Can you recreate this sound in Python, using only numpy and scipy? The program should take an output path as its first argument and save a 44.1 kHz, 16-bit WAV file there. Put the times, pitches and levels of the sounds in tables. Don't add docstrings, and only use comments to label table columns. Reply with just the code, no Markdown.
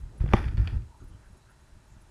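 import sys
import numpy as np
from scipy import signal
from scipy.fft import rfft, irfft
from scipy.io import wavfile
from scipy.ndimage import uniform_filter1d

SR = 44100
rng = np.random.default_rng(int(sys.argv[2]) if len(sys.argv) > 2 else 0)


def waveform_to_disk(signal):
    frames = np.transpose(np.atleast_2d(signal))
    scaled = np.clip(frames, -1, 1) * 32767
    samples = np.round(scaled).astype(np.int16)
    wavfile.write(sys.argv[1], SR, samples)


N = 92610
T = np.arange(N) / SR


def from_db(db):
    return 10 ** (np.asarray(db) / 20)


def unit_rms(x):
    return x / np.sqrt(np.mean(x ** 2) + 1e-20)


def envelope(points):
    return from_db(np.interp(T, *np.transpose(points)))


def lowpass(x, hz):
    return signal.sosfilt(signal.butter(2, min(hz, .45 * SR), fs=SR, output="sos"), x + 1e-18)


def colour(x, spectrum):
    hz, db = np.transpose(spectrum)
    size = 2 * N
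    grid_hz = np.maximum(np.arange(N + 1) * SR / size, 1)
    gain = from_db(np.interp(np.log(grid_hz), np.log(hz), db))
    cepstrum = irfft(np.log(gain))
    cepstrum[1:N] *= 2
    cepstrum[N + 1:] = 0
    return irfft(rfft(x, size) * np.exp(rfft(cepstrum)))[:N]


def noise(spectrum):
    return unit_rms(colour(rng.standard_normal(N), spectrum))


def waver(hz):
    return unit_rms(lowpass(rng.standard_normal(N), hz))


def rise(start_s, rise_s):
    return np.clip((T - start_s) / rise_s, 0, 1)


def decay(start_s, t60_s):
    return (T >= start_s) * from_db(-60 * np.clip((T - start_s) / t60_s, 0, 4))


def ring(start_s, hz, t60_s):
    return decay(start_s, t60_s) * np.sin(2 * np.pi * hz * (T - start_s))


# f/Hz, relative level/dB
HISS_SPECTRUM = [(25, -3.5), (55, -6.5), (106, -7.5), (171, -21.5), (230, -23.5), (310, -30), (370, -22.5),
                 (480, -31), (620, -23.5), (740, -29.5), (900, -23), (1090, -28), (1450, -29.5),
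                 (2200, -36), (4000, -38.5), (8500, -38.5), (10200, -44), (11000, -41), (12000, -57.5),
                 (13300, -47), (15000, -75)]
HISS_DB = -56.5


def hiss():
    return from_db(HISS_DB) * noise(HISS_SPECTRUM)


# f/Hz, steady level/dB, chirp level/dB
WHINE_PARTIALS = [(2690, -84, -88), (3990, -81.5, -100), (5400, -88, -107), (6680, -89, -78.5),
                  (10650, -91, -73.5), (13200, -99, -83)]
# t/s, level/dB re chirp level
WHINE_CHIRPS = [(.01, -2), (0.186, 1), (.975, -3.5), (1.045, 3), (1.085, 0), (1.265, -1), (1.33, -3),
                (1.38, 3), (1.51, 2), (1.61, 2), (1.645, -1), (1.675, -8), (1.89, -4), (2.015, 0.5)]
CHIRP_HALF_WIDTH_S, CHIRP_WANDER_HZ = 0.012, 18.3


def whine():
    flare = sum(from_db(db) * np.exp(-((T - s) / CHIRP_HALF_WIDTH_S) ** 2) for s, db in WHINE_CHIRPS)
    out = np.zeros(N)
    for hz, steady_db, chirp_db in WHINE_PARTIALS:
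        steady_gain = from_db(steady_db) * (1 + 0.1 * waver(hz=5.4))
        chirp_gain = from_db(chirp_db) * flare * (1 + waver(hz=39.6))
        chirp_hz = hz + CHIRP_WANDER_HZ * waver(hz=12.2)
        out += steady_gain * np.sin(2 * np.pi * hz * T)
        out += chirp_gain * np.sin(2 * np.pi * np.cumsum(chirp_hz) / SR)
    return out


# t/s, level/dB re RUMBLE_DB
RUMBLE_ENVELOPE = [(0, -37.5), (.05, -39), (.13, -47), (.19, -40.5), (.22, -24.5), (.31, -28), (.40, -30.5),
                   (.48, -26.5), (.52, -36), (.60, -23.5), (.68, -29), (.76, -27), (.84, -37.5),
                   (.93, -51.5), (1.0, -65), (1.06, -44.5), (1.2, -56), (2.1, -84)]
# f/Hz, relative level/dB
RUMBLE_SPECTRUM = [(20, -19), (35, -9), (55, 5.5), (95, -0.5), (130, -5), (175, -16.5), (250, -23.5),
                   (400, -32.5), (800, -49)]
RUMBLE_DB = -4


def rumble():
    shudder = lowpass(noise(RUMBLE_SPECTRUM), hz=830)
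    running_rms = np.sqrt(uniform_filter1d(shudder ** 2, size=2600) + 1e-9)
    return from_db(RUMBLE_DB) * envelope(RUMBLE_ENVELOPE) * shudder / running_rms


# f/Hz at pitch ratio 1, relative level/dB, t60/s
ROCKING_MODES = [(52.8, -2, 0.2), (92.6, 4, 0.072), (153, -20.5, 0.05), (315, -15.5, 0.077)]
# t/s, level/dB, pitch ratio, hardness corner f/Hz
PUSHES = [(0.029, -30.5, 0.77, 138), (.205, -17, 0.96, 113), (0.24, -20, 1.08, 590), (.258, -31, 1.5, 490),
          (0.283, -23, 1.48, 131), (.459, -19, 1.29, 120), (0.485, -25, .8, 122), (0.541, -20, 0.99, 99),
          (.577, -17.5, 1.05, 127), (0.596, -19.5, 1.06, 106), (0.633, -26.5, 1.55, 140),
          (0.719, -27, 1, 104), (0.758, -21.5, 0.92, 99), (1.001, -42, 0.58, 150), (1.02, -41.5, 1.03, 446),
          (1.044, -38, 0.74, 150), (1.109, -40, 0.94, 197), (1.146, -41.5, 1.09, 200),
          (1.264, -41.5, 0.52, 152), (1.297, -43.5, 2, 131), (1.327, -43.5, 0.83, 136),
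          (1.721, -42, 0.71, 129), (1.764, -48.5, 1.17, 160), (1.914, -44.5, 1.06, 128),
          (1.965, -47, 0.77, 300)]


def thumps():
    out = np.zeros(N)
    for s, db, ratio, corner_hz in PUSHES:
        rocking = sum(from_db(mode_db) * ring(s, hz * ratio, t60) for hz, mode_db, t60 in ROCKING_MODES)
        out -= from_db(db) * lowpass(lowpass(rocking, corner_hz), 2 * corner_hz)
    return out


# centre t/s, length/s, level/dB, centre f/Hz, relative half bandwidth
RUBS = [(.15, 0.054, -56, 278, 0.75), (0.396, 0.029, -44.5, 492, 0.38), (0.53, 0.017, -45, 201, 0.49),
        (0.864, 0.087, -67, 360, 0.35), (1.015, 0.019, -70, 6630, 0.015),
        (1.444, 0.052, -77.5, 4000, 0.052), (0.944, 0.067, -60.5, 915, 0.074),
        (1.024, .04, -63.5, 1320, 0.11), (1.028, 0.032, -50.5, 240, 0.22), (1.128, 0.21, -63, 238, .5),
        (1.135, 0.13, -71, 1340, 0.14), (1.14, 0.045, -74.5, 3080, 0.061),
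        (1.253, 0.053, -66.5, 1530, 0.22), (1.36, 0.038, -63, 245, 1), (1.497, 0.03, -62, 1475, 0.12),
        (1.612, 0.022, -70.5, 1650, 0.14), (1.77, 0.045, -62.5, 185, 0.34),
        (1.964, 0.058, -59.5, 176, 0.28), (1.926, 0.052, -72, 7000, 0.068)]


def rustles():
    out = np.zeros(N)
    for s, length_s, db, hz, width in RUBS:
        band = signal.butter(2, [hz / (1 + width), hz * (1 + width)], "band", fs=SR, output="sos")
        swell = np.exp(-2 * ((T - s) / length_s) ** 2)
        out += from_db(db) * swell * unit_rms(signal.sosfilt(band, rng.standard_normal(N)))
    return out


# t/s, level/dB, low-pass f/Hz
CASE_TICKS = [(0.204, -43, 1820), (.239, -40, 985), (0.2607, -29, 850), (0.278, -39, 2200),
              (0.2879, -36.5, 2330), (0.3248, -27, 1090), (0.351, -36, 3000), (0.367, -32, 2950),
              (0.4417, -33, 1770), (0.4798, -42, 4080), (0.484, -42, 5630), (0.572, -43, 6040),
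              (0.5781, -36.5, 2950), (0.6738, -31.5, 6500), (.679, -36.5, 2600), (.820, -57.5, 5000)]
# f/Hz, relative level/dB
PLASTIC_SPECTRUM = [(300, -15), (550, 4), (850, -3.5), (1400, -2), (2100, 4), (2800, -1.5), (3600, -1.5),
                    (3950, -27), (4300, 1.5), (5100, -10.5), (5600, -23), (7800, -23.5), (10300, -27),
                    (15000, -15)]


def ticks():
    plastic = noise(PLASTIC_SPECTRUM)
    return sum(from_db(db) * lowpass(plastic * decay(s, t60_s=0.02), hz) for s, db, hz in CASE_TICKS)


# t/s, level/dB
SCRAPE_ENVELOPE = [(0, -64.5), (.195, -70), (.21, -45.5), (.27, -56), (.32, -45), (.38, -37.5), (.45, -43),
                   (.475, -45.5), (.51, -48.5), (.565, -58), (.585, -46), (.65, -48), (.71, -49.5),
                   (.76, -51), (.80, -63.5), (.9, -73.5), (2.1, -64)]
# f/Hz, relative level/dB
SCRAPE_SPECTRUM = [(150, 15.5), (350, 13), (500, -2.5), (700, -1), (900, 7), (1080, -4), (1300, 6.5),
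                   (1850, 4.5), (2150, -4.5), (2450, 0.5), (3100, -11), (3450, -6), (3950, -19),
                   (4750, -9.5), (6000, -18), (7500, -28), (10300, -20), (15000, -42)]
SLIPS_PER_S, SLIP_SPREAD_DB = 7300, 5


def scrape():
    slips = (rng.random(N) < SLIPS_PER_S / SR) * rng.choice([-1, 1], N)
    sizes = from_db(SLIP_SPREAD_DB * np.minimum(rng.exponential(1, N), 4))
    return envelope(SCRAPE_ENVELOPE) * unit_rms(colour(slips * sizes, SCRAPE_SPECTRUM))


# f/Hz, level/dB re BODY_DB, t60/s
KNOCK_MODES = [(67, -8.5, 0.09), (114, 2, 0.075), (201.2, 4.5, 0.042), (349.5, 1.5, 0.041),
               (497, -22, 0.086), (616, -3, 0.031), (816, 2.5, 0.021), (907, -11.5, 0.042),
               (1149, 0.5, 0.022), (1975, -12, 0.035), (2366, -1, 0.0099), (2624, -4.5, 0.0064),
               (3550, -17.5, 0.016), (5750, -24, 0.011), (6650, -29, 0.011)]
# f/Hz, relative level/dB
CRACK_SPECTRUM = [(1000, -3), (3300, -0.5), (4200, 3), (5800, -12), (7900, -54), (9100, 3.5), (9800, -16),
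                  (10600, -4.5), (12000, -17), (15000, -23)]
# f/Hz, relative level/dB
BUZZ_SPECTRUM = [(150, -5), (380, 3), (480, 11), (700, -4.5), (900, 14), (1080, -12), (1300, -18.5),
                 (1550, -8.5), (1900, 12.5), (2150, 5), (2450, -26), (3050, -3.5), (3450, -4), (4000, -23),
                 (4800, -11.5), (7000, -20), (15000, -49)]
KNOCK_S, LAG_AT_1KHZ_S, CRACK_LAG_S = .3346, 0.000765, .0001
BODY_DB, CRACK_DB, BUZZ_DB = -10, -36, -36


def knock():
    body = np.zeros(N)
    for hz, db, t60_s in KNOCK_MODES:
        arrival_s = KNOCK_S + LAG_AT_1KHZ_S * np.sqrt(1000 / hz)
        body -= from_db(db) * ring(arrival_s, hz, t60_s) * rise(arrival_s, rise_s=0.000643)
    start_s = KNOCK_S + CRACK_LAG_S
    crack = noise(CRACK_SPECTRUM) * decay(start_s, t60_s=.016) * rise(start_s, rise_s=.0006)
    buzz = noise(BUZZ_SPECTRUM) * decay(start_s, t60_s=0.2)
    return from_db(BODY_DB) * body + from_db(CRACK_DB) * crack + from_db(BUZZ_DB) * buzz


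# f/Hz, level/dB re ROOM_DB
ROOM_SPECTRUM = [(60, 14), (250, -7), (700, 7), (1500, 11.5), (3000, 11), (3500, 16.5), (4000, 18),
                 (4800, 10), (6000, 11), (7500, 0), (10000, 6), (14000, 7)]
ROOM_DB, ROOM_T60_S, ROOM_BUILD_S = -25.5, 0.2, 0.026


def room(x):
    build_up = 1 - np.exp(-(T / ROOM_BUILD_S) ** 2)
    tail = rng.standard_normal(N) * decay(0, ROOM_T60_S) * build_up
    response = colour(tail / np.sqrt(np.sum(tail ** 2)), ROOM_SPECTRUM)
    return from_db(ROOM_DB) * signal.fftconvolve(x, response)[:N]


def scene():
    hits = knock() + ticks()
    return (hits + room(hits) + thumps() + rumble() + scrape() + rustles() + hiss() + whine())[None]


LOW_CUT_HZ, HIGH_CUT_HZ = 22, 15000


def record(dry):
    low_cut = signal.butter(2, LOW_CUT_HZ, "high", fs=SR, output="sos")
    high_cut = signal.ellip(10, .2, 80, HIGH_CUT_HZ, fs=SR, output="sos")
    return signal.sosfilt(high_cut, signal.sosfilt(low_cut, dry))


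dry = scene()
out = record(dry)
waveform_to_disk(out)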